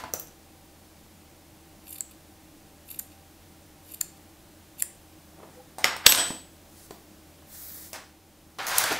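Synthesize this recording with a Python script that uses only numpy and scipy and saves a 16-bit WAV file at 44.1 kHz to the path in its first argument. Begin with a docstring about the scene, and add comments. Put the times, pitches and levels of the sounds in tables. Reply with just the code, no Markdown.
"""Small steel scissors cut a bunch of yarn above a hard table in a quiet room: the blades grind through
strand after strand and snap shut. They are then dropped, bounce and ring in their steel modes.
Things knock and drag on the table, exciting its body; a palm sweeps the offcuts aside with a hiss.
Microphone hiss and a faint room drone lie under everything."""
import sys
import numpy as np
from scipy import signal
from scipy.fft import rfft, irfft, next_fast_len
from scipy.io import wavfile
from scipy.ndimage import uniform_filter1d

SR = 44100
rng = np.random.default_rng(int(sys.argv[2]) if len(sys.argv) > 2 else 0)


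def wrap_up_sound(samples):
    """Save the sound to the file named by the first command line argument, as 16-bit audio."""
    columns = np.atleast_2d(samples).T
    # keep every value between -1 and 1, then stretch to whole-number steps
    tamed = np.clip(columns, -1, 1)
    steps = np.round(tamed * 32767).astype(np.int16)
    wavfile.write(sys.argv[1], SR, steps)


N = 396459

# free modes of the scissors: f/Hz, t60/s
STEEL_MODES = [(7988, 0.4), (8629, 0.11), (12575, 0.45), (15400, .2)]
# damped steel resonances: f/Hz, width/Hz, relative level/dB
CLINK_MODES = [(5700, 550, -16.5), (9400, 570, -6.5), (11900, 600, -16), (12130, 560, 0), (16300, 920, 5)]
# scissors hitting the table: columns of hits(), then ring of mode 1/dB, mode 2/dB, mode 3/dB
BOUNCES = [(0.136, -11.5, 6050, -2, 12.5, -6.5, -65, -42, -45),
           (0.196, -20.5, 15300, 2, 13, -6, -65, -43, -37), (0.271, -38.5, 6190, -3, 10, -3, -77, -62, -58),
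           (5.783, -25, 780, 2, 5, 1.3, -61, -33, -56.5), (5.842, -1, 2120, -3.5, -3, -8, -43, -58, -55.5),
           (5.851, -19, 7500, -3, -3, -10, -44, -52, -55),
           (5.964, -24.5, 805, -5, 4, -7, -60.5, -46, -58.5),
           (6.063, 14, 3470, -7, 1.4, -15.5, -19, -46.5, -22),
           (6.091, -11, 12700, -7.5, -4, -7, -21.5, -40.5, -16),
           (6.121, -1, 12700, -10, 0.1, -12, -50, -36, -41.5),
           (6.147, -9, 3020, -9, -1.5, -2, -53, -23, -30), (6.174, -15, 7990, -6, -4, 8.5, -33, -28, -62),
           (6.194, -28, 7990, -6, 2, -4, -23, -45, -76), (8.667, -15.5, 11300, -7, 7, 3, -70, -70, -60),
           (8.682, -15, 1020, -20, 9, 0, -70, -70, -60), (8.782, 3, 10860, -3.5, 11.5, -7, -65, -65, -50)]


def shearing():
    """Edge grinds on edge; as each strand gives way the blades sing above and the fibres tick below."""
    # blades closing: start/s, end/s, edge/dB, crunch/dB, steel note/dB
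    cuts = [(1.836, 2.0, -56, -62.5, -78), (2.856, 2.973, -54, -65, -75), (3.83, 3.963, -54.5, -59, -74),
            (4.779, 4.821, -44.5, -53, -60)]
    # strands giving way: t/s, singing/dB, crunch/dB
    strands = [(1.866, -51, -56), (1.878, -46, -55), (1.89, -42, -63), (1.9036, -39, -65),
               (1.921, -41, -57), (1.926, -37, -54), (1.9414, -49, -62), (1.954, -40, -53),
               (1.958, -44, -53), (1.98, -36, -50.5), (2.886, -47, -49), (2.9, -44, -58), (2.909, -41, -50),
               (2.92, -44, -61), (2.9417, -48, -55), (2.958, -46, -62), (2.988, -30, -52),
               (3.918, -48, -71), (3.936, -45, -57), (3.941, -38, -48), (4.0068, -31, -41),
               (4.794, -46, -56), (4.8014, -45, -56)]
    # blades reopening: t/s, length/s, singing/dB, crunch/dB
    reopenings = [(2.101, 0.028, -54, -58), (3.104, 0.044, -60, -61), (4.163, .025, -60, -60)]
    # blade resonances: f/Hz, width/Hz, relative level/dB
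    blade_peaks = [(7300, 300, -12), (8620, 220, -6), (10400, 350, -7), (11000, 300, -8), (12600, 220, 0),
                   (13500, 400, -6), (14300, 400, -8)]
    # fibre resonances: f/Hz, width/Hz
    fibre_peaks = [(2750, 860), (3550, 640), (4400, 620)]
    # grinding spectrum: f/Hz, density/dB
    grind = [(3240, -36), (5500, -17), (8580, -9), (11800, -10), (12500, -7), (15600, -14.5)]
    edge, crunch, whine = (sum(stroke(*cut[:2], cut[k], attack=0.51, release=0.37) for cut in cuts)
                           for k in (2, 3, 4))
    singing = edge * from_db(4)
    strand_bursts = [(s - .001, 0.011, sing_db, crunch_db) for s, sing_db, crunch_db in strands]
    for s, length_s, sing_db, crunch_db in strand_bursts + reopenings:
        swell = np.hanning(int(length_s * SR))
        add(singing, s, from_db(sing_db) * swell)
        add(crunch, s, from_db(crunch_db) * swell)
    grit = gritty(flicker_hz=250, flicker_db=3.5)
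    blades = sum(from_db(db) * resonance(grit, hz, width) * (-1) ** k
                 for k, (hz, width, db) in enumerate(blade_peaks))
    snapping = ticks(per_s=4500, spread_db=5.0)
    fibres = sum(resonance(resonance(snapping, hz, width), hz, width) for hz, width in fibre_peaks)
    note = resonance(grit, STEEL_MODES[1][0], width_hz=190)
    return (edge * coloured(grit, grind) + singing * rms_one(blades)
            + crunch * rms_one(fibres) + whine * rms_one(note))


def snips():
    """The blades snap shut: a bright crack through their resonances."""
    # closures: columns of hits()
    closures = [(2.006, -16, 7730, 1.5, 0, -13), (2.995, -20, 7130, -3, -1, -14),
                (4.011, -9.5, 7260, 0, 0, -14.5), (4.822, -4.5, 10350, -4.5, 0.4, -13.5)]
    # crack colour: level/dB per contact() band
    bands_db = [-46, -32, -37.5, -24, -20, -13]
    # closing blades: f/Hz, width/Hz, relative level/dB
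    modes = [(1830, 410, 19), (4380, 350, 11), (7330, 360, 17), (8400, 870, 17.5), (11200, 660, 0),
             (13400, 1900, 11.5)]
    return hits(closures, bands_db, modes, crack_s=0.00068, note_s=0.0019, clink_db=-2.0, lead_db=-20)


def bounces():
    """Steel strikes the table: a click with a strong clink."""
    # crack colour: level/dB per contact() band
    bands_db = [-35.5, -23.5, -17.5, -10, -13.5, -24]
    return hits(BOUNCES, bands_db, CLINK_MODES, crack_s=0.0011, note_s=0.0019, clink_db=5.5, lead_db=-23.5)


def steel_ring():
    """Each bounce chokes the previous ring and shares new energy among the modes."""
    let_go_s = 5.82
    out, t = np.zeros(N), np.arange(SR // 2) / SR
    ends = [row[0] for row in BOUNCES[1:]] + [np.inf]
    for (s, *_, low_db, second_db, third_db), end in zip(BOUNCES, ends):
        damping = 2.5 if s < let_go_s else 1   # the hand shortens the ring
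        attack = 1 - np.exp(-t / 0.0018)
        choke = np.exp(-np.maximum(t - (end - s), 0) / 0.0044)
        for (hz, t60), db in zip(STEEL_MODES, (low_db, second_db, third_db, third_db - 18)):
            decay = from_db(db - 60 * t / t60 * damping)
            add(out, s + .001, attack * decay * choke * np.sin(2 * np.pi * hz * (s + t)))
    return out


def knocks():
    """Blows on the table: a longer, fuller crack with almost no clink."""
    # knocks: columns of hits()
    blows = [(0.037, -26, 920, 2, -4, -3), (0.136, -22, 513, -4, -4, -5.5),
             (6.063, -20.5, 119.6, 2, -3, -10), (6.304, -22.5, 270, 1, -2, -11),
             (6.907, -28.5, 407, 0, -1.5, -5), (7.419, -44, 299, -5.5, -5, -12),
             (7.93, -22, 627, -12, 3.5, -2), (7.958, -31.5, 1130, -8.5, -0.5, -0.5),
             (8.585, -25, 1091, -10, -1.5, -2.5), (8.838, -10.5, 1590, -8.5, 1.5, -7.5),
             (8.914, -24.5, 264, -7, 3, 2.5)]
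    # crack colour: level/dB per contact() band
    bands_db = [-16, -8, -17, -11, -10.5, -15]
    return hits(blows, bands_db, CLINK_MODES, crack_s=0.0025, note_s=0.0031, clink_db=-41, lead_db=-20)


def dragging():
    """Rough sliding excites the table's body and rumble, a gritty top and, faintly, the steel."""
    # one curve per slide: t/s, body/dB, top/dB
    slides = [
        [(5.28, -73, -77), (5.36, -70, -82), (5.42, -77, -78), (5.55, -63.5, -69), (5.62, -77, -80),
         (5.7, -70, -72)],
        [(6.04, -47, -67), (6.06, -35, -46), (6.1, -37, -31), (6.156, -34, -29.5), (6.222, -35, -40.5),
         (6.29, -48, -44), (6.33, -60, -49), (6.42, -68, -64)],
        [(8.59, -32, -51), (8.614, -33.5, -48), (8.66, -37, -47), (8.68, -34, -42), (8.72, -30.5, -36.5),
         (8.776, -28.5, -33), (8.81, -29.5, -31), (8.9, -29.5, -35.5), (8.93, -29.5, -34), (8.97, -35, -44),
         (8.99, -34, -49)],
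    ]
    # dying skids: t/s, body/dB, top/dB, body decay/(dB/s)
    skids = [(0.0, -43.5, -47, 150), (0.039, -49, -55, 350), (0.139, -52, -43, 168),
             (5.849, -25.5, -33.5, 141), (5.786, -47, -57.5, 62), (7.941, -40.5, -45, 171.5)]
    # table under load: start/s, end/s, level/dB
    rumbles = [(0.0, 0.1, -47), (5.324, 5.603, -52), (5.85, 5.976, -56), (6.04, 6.3, -46),
               (6.3, 6.394, -43), (8.79, 8.985, -59), (8.893, 8.996, -37)]
    # table body spectrum: f/Hz, density/dB
    body_spectrum = [(240, -39.5), (400, -14), (484, -9), (671, -8), (746, -3.5), (1790, -2), (2920, -10.5),
                     (5000, -13.5), (6500, -39.5), (11000, -120)]
    # grit spectrum: f/Hz, density/dB
    top_spectrum = [(2000, -3.5), (3500, 2.5), (6000, 4.5), (10000, -1), (16000, -8.5)]
    body = coloured(gritty(flicker_hz=59.4, flicker_db=1.0), body_spectrum)
    grit = gritty(flicker_hz=150, flicker_db=1.5)
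    steel = rms_one(resonance(grit, STEEL_MODES[2][0], width_hz=250))
    top = coloured(grit, top_spectrum) + from_db(-16) * steel
    rumble = band(gritty(flicker_hz=30, flicker_db=3.5), 200, 840)
    body_gain, top_gain = gain_curve(slides, column=1), gain_curve(slides, column=2)
    t = np.arange(SR // 2) / SR
    for s, body_db, top_db, db_per_s in skids:
        add(body_gain, s, from_db(body_db - db_per_s * t))
        add(top_gain, s, from_db(top_db - 2.1 * db_per_s * t))
    load = sum(stroke(*row, attack=.2, release=0.55) for row in rumbles)
    return body_gain * body + top_gain * top + load * rumble


def sweeping():
    """Skin on the table top: a smooth hiss with an airy top."""
    # palm strokes: start/s, end/s, hiss/dB, air/dB, hiss attack share, hiss release share
    sweeps = [(5.48, 5.62, -63, -76, .3, .5), (6.65, 6.9, -53, -71, 0.57, 0.16),
              (6.9, 7.05, -56.5, -62, 0.042, 0.92), (7.47, 7.936, -45.5, -46.5, 0.15, 0.17)]
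    # skin friction spectrum: f/Hz, density/dB
    palm = [(530, -37), (900, -27), (1000, -18), (1860, -11), (2800, -23), (3810, -12.5), (4510, -10),
            (9450, -6.5), (14200, -13), (15600, -9)]
    air_slower = 2.2   # the airy top needs full speed
    skin = gritty(flicker_hz=40.1, flicker_db=0.7)
    hiss = air = 0
    for start, end, hiss_db, air_db, attack, release in sweeps:
        hiss += stroke(start, end, hiss_db, attack, release)
        air += stroke(start, end, air_db, air_slower * attack, air_slower * release)
    return hiss * coloured(skin, palm) + air * band(skin, 11000, 17000)


def squeaks():
    """Short soft tones."""
    # squeaks: t/s, length/s, f/Hz, peak/dB
    tones = [(5.54, 0.099, 502, -47), (5.59, .03, 814, -46.5)]
    out = np.zeros(N)
    for s, length_s, hz, peak_db in tones:
        t = np.arange(int(length_s * SR)) / SR
        add(out, s, from_db(peak_db) * np.hanning(len(t)) * np.sin(2 * np.pi * hz * t))
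    return out


def room(x):
    """Diffuse echoes: a noise tail that builds up after 3 ms and dies band by band."""
    # reverberation: f/Hz, t60/s
    t60 = [(200, 0.53), (1000, 0.41), (3000, 0.45), (7000, 0.37), (14000, 0.2)]
    t, tail = np.arange(int(.9 * SR)) / SR, 0
    edges_hz = 100 * 2 ** np.arange(0, 7.6, .5)
    for low, high in zip(edges_hz, edges_hz[1:]):
        sos = signal.butter(2, [low, high], "band", fs=SR, output="sos")
        decay = from_db(-60 * t / at_hz(t60, np.sqrt(low * high)))
        tail += signal.sosfilt(sos, rng.standard_normal(len(t))) * decay
    tail *= np.clip((t - .003) / 0.0042, 0, 1)
    return signal.fftconvolve(x, tail / np.sqrt(np.sum(tail ** 2)))[:N]


def background():
    """Broad room tone and hiss, narrow wavering bands of drone and a low hum."""
    # room tone level: t/s, level/dB
    levels = [(0, -55.5), (7.9, -55), (8.2, -58.5), (8.45, -57.5), (8.99, -53)]
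    # room tone and hiss: f/Hz, density/dB
    spectrum = [(12, -40), (20, 1.5), (53, -7), (68, -9), (85, 1), (109, -16), (202, -6.5), (260, -4),
                (316, -0.5), (343, -37), (405, -12.5), (493, -8), (770, -10.5), (1200, -15.5), (15600, -21)]
    # drone bands: f/Hz, width/Hz, initial level/dB
    drone_bands = [(162, 22, -64), (200, 9.5, -66.5), (312.2, 23, -61), (569, 16, -71), (778, 4, -70)]
    hum_hz, hum_initial_db = 83.2, -60.5
    white = rng.standard_normal(N)
    drone = sum(from_db(db) * rms_one(resonance(white, hz, width)) for hz, width, db in drone_bands)
    wander_rad = 1.4 * rms_one(resonance(white, hz=2.3, width_hz=1.5))
    hum = from_db(hum_initial_db) * np.sqrt(2) * np.sin(2 * np.pi * hum_hz * np.arange(N) / SR + wander_rad)
    gain = gain_curve([levels])
    return gain * coloured(rng.standard_normal(N), spectrum) + gain / gain[0] * (drone + hum)


def side_noise():
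    """A trace of noise that widens the background."""
    # f/Hz, density/dB
    spectrum = [(12, -22), (20, -1.5), (85, 6.5), (282, -3.5), (962, -7), (1590, -13.5), (4450, -12.5),
                (8450, -10.5), (15600, -10)]
    return from_db(-71) * coloured(rng.standard_normal(N), spectrum)


def hits(rows, bands_db, modes, crack_s, note_s, clink_db, lead_db):
    """Each hit cracks, clinks and sounds a short split note; returns direct sound and room feed.
    Rows: t/s, level/dB, note f/Hz, relative note level/dB, tilt/(dB/band), room send/dB."""
    direct, feed, t = np.zeros(N), np.zeros(N), np.arange(2200) / SR
    for s, level_db, hz, note_db, tilt_db, room_db, *_ in rows:
        crack = contact(np.add(bands_db, tilt_db * np.arange(len(bands_db))), crack_s)
        crack += sum(from_db(clink_db + db) * resonance(crack, f, width) for f, width, db in modes)
        crack /= 2.96 * np.sqrt(uniform_filter1d(crack ** 2, size=60).max())   # peak near 1
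        pair = np.sin(2 * np.pi * hz * t) * np.cos(2 * np.pi * 0.015 * hz * t)
        note = from_db(note_db) * pair * np.exp(-t / note_s) * (1 - np.exp(-t / 0.000091))
        add(direct, s - .002, from_db(level_db + lead_db) * crack)   # faint first touch
        add(direct, s + .001, from_db(level_db) * (crack + note))
        add(feed, s + .001, from_db(level_db + room_db) * (crack + from_db(-3.5) * note))
    return direct, feed


def contact(bands_db, crack_s):
    """Hard contact: a crack of dying noise; the body's lower bands answer longer."""
    # band edges of thud, knock, clack, click, tick, sizzle: f/Hz
    edges_hz = [70, 400, 1200, 2500, 5000, 9000, 17000]
    t, out = np.arange(2200) / SR, 0
    for low, high, db in zip(edges_hz, edges_hz[1:], bands_db):
        envelope = np.exp(-t / (crack_s + 5.1 / high)) * (1 - np.exp(-t / 0.00027))
        out += from_db(db) * band(rng.standard_normal(len(t)) * envelope, low, high)
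    return out


def gritty(flicker_hz, flicker_db):
    """Rough contact: noise whose level jumps about."""
    r = np.exp(-2 * np.pi * flicker_hz / SR)
    slow = rms_one(signal.lfilter([1], [1, -2 * r, r * r], rng.standard_normal(N)))
    return rng.standard_normal(N) * from_db(flicker_db * slow)


def ticks(per_s, spread_db):
    """Random clicks of uneven size, rms 1."""
    onsets = rng.random(N) < per_s / SR
    sizes = from_db(spread_db * np.minimum(rng.exponential(1, N), 4))
    return rms_one(onsets * sizes * rng.choice([-1, 1], N))


def stroke(start_s, end_s, db, attack, release):
    """Gain of a movement: swell, hold, fade; attack and release are shares of its length."""
    length_s, low_db = end_s - start_s, db - 15.5
    full_s = start_s + length_s * np.clip(attack, .01, .98)
    fade_s = max(end_s - length_s * np.clip(release, .01, .98), full_s + .001)
    return gain_curve([[(start_s, low_db), (full_s, db), (fade_s, db), (max(end_s, full_s + .002), low_db)]])


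def gain_curve(curves, column=1):
    """Gain from curves of t/s and level/dB, silent between them."""
    db, t = np.full(N, -150.), np.arange(N) / SR
    for rows in map(np.array, curves):
        inside = (t >= rows[0, 0]) & (t <= rows[-1, 0])
        db[inside] = np.interp(t[inside], rows[:, 0], rows[:, column])
    return from_db(db)


def coloured(x, spectrum):
    """Shaped by a spectrum, rms 1."""
    size = next_fast_len(len(x))
    gain = from_db(at_hz(spectrum, np.fft.rfftfreq(size, 1 / SR)))
    return rms_one(irfft(rfft(x, size) * gain, size)[:len(x)])


def resonance(x, hz, width_hz):
    """Two-pole resonance, peak gain 1."""
    r = np.exp(-np.pi * width_hz / SR)
    feedback = [1, -2 * r * np.cos(2 * np.pi * hz / SR), r * r]
    return signal.lfilter(np.array([1, 0, -1]) * (1 - r * r) / 2, feedback, x)


def band(x, low_hz, high_hz):
    """Band-passed, rms 1."""
    return rms_one(signal.sosfilt(signal.butter(2, [low_hz, high_hz], "band", fs=SR, output="sos"), x))


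def at_hz(points, hz):
    """Interpolates over log frequency."""
    freqs_hz, values = np.array(points).T
    return np.interp(np.log(hz + 1e-9), np.log(freqs_hz), values)


def add(track, s, sound):
    """Mixes a sound in at s seconds."""
    i = round(s * SR)
    track[i:i + len(sound)] += sound[:N - i]


def from_db(db):
    """Decibels to gain."""
    return 10 ** (np.asarray(db) / 20)


def rms_one(x):
    """Scaled to rms 1."""
    return x / np.sqrt(np.mean(x ** 2) + 1e-20)


def scene():
    """Sources and room in the centre, faint noise at the sides."""
    blows, blow_feed = np.sum([snips(), knocks(), bounces()], axis=0)
    sustained = shearing() + dragging() + sweeping() + squeaks() + steel_ring()
    echoes = room(blow_feed + from_db(-10.5) * sustained)
    mid = blows + sustained + echoes + background()
    side = side_noise()
    return np.array([mid + side, mid - side])


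def record(dry):
    """The loudest peaks clip; a steep low-pass cuts the top."""
    cutoff_hz = 15700
    lowpass = signal.ellip(12, .2, 55, cutoff_hz, fs=SR, output="sos")
    return signal.sosfilt(lowpass, np.clip(dry, -.92, .92))


dry = scene()
out = record(dry)
wrap_up_sound(out)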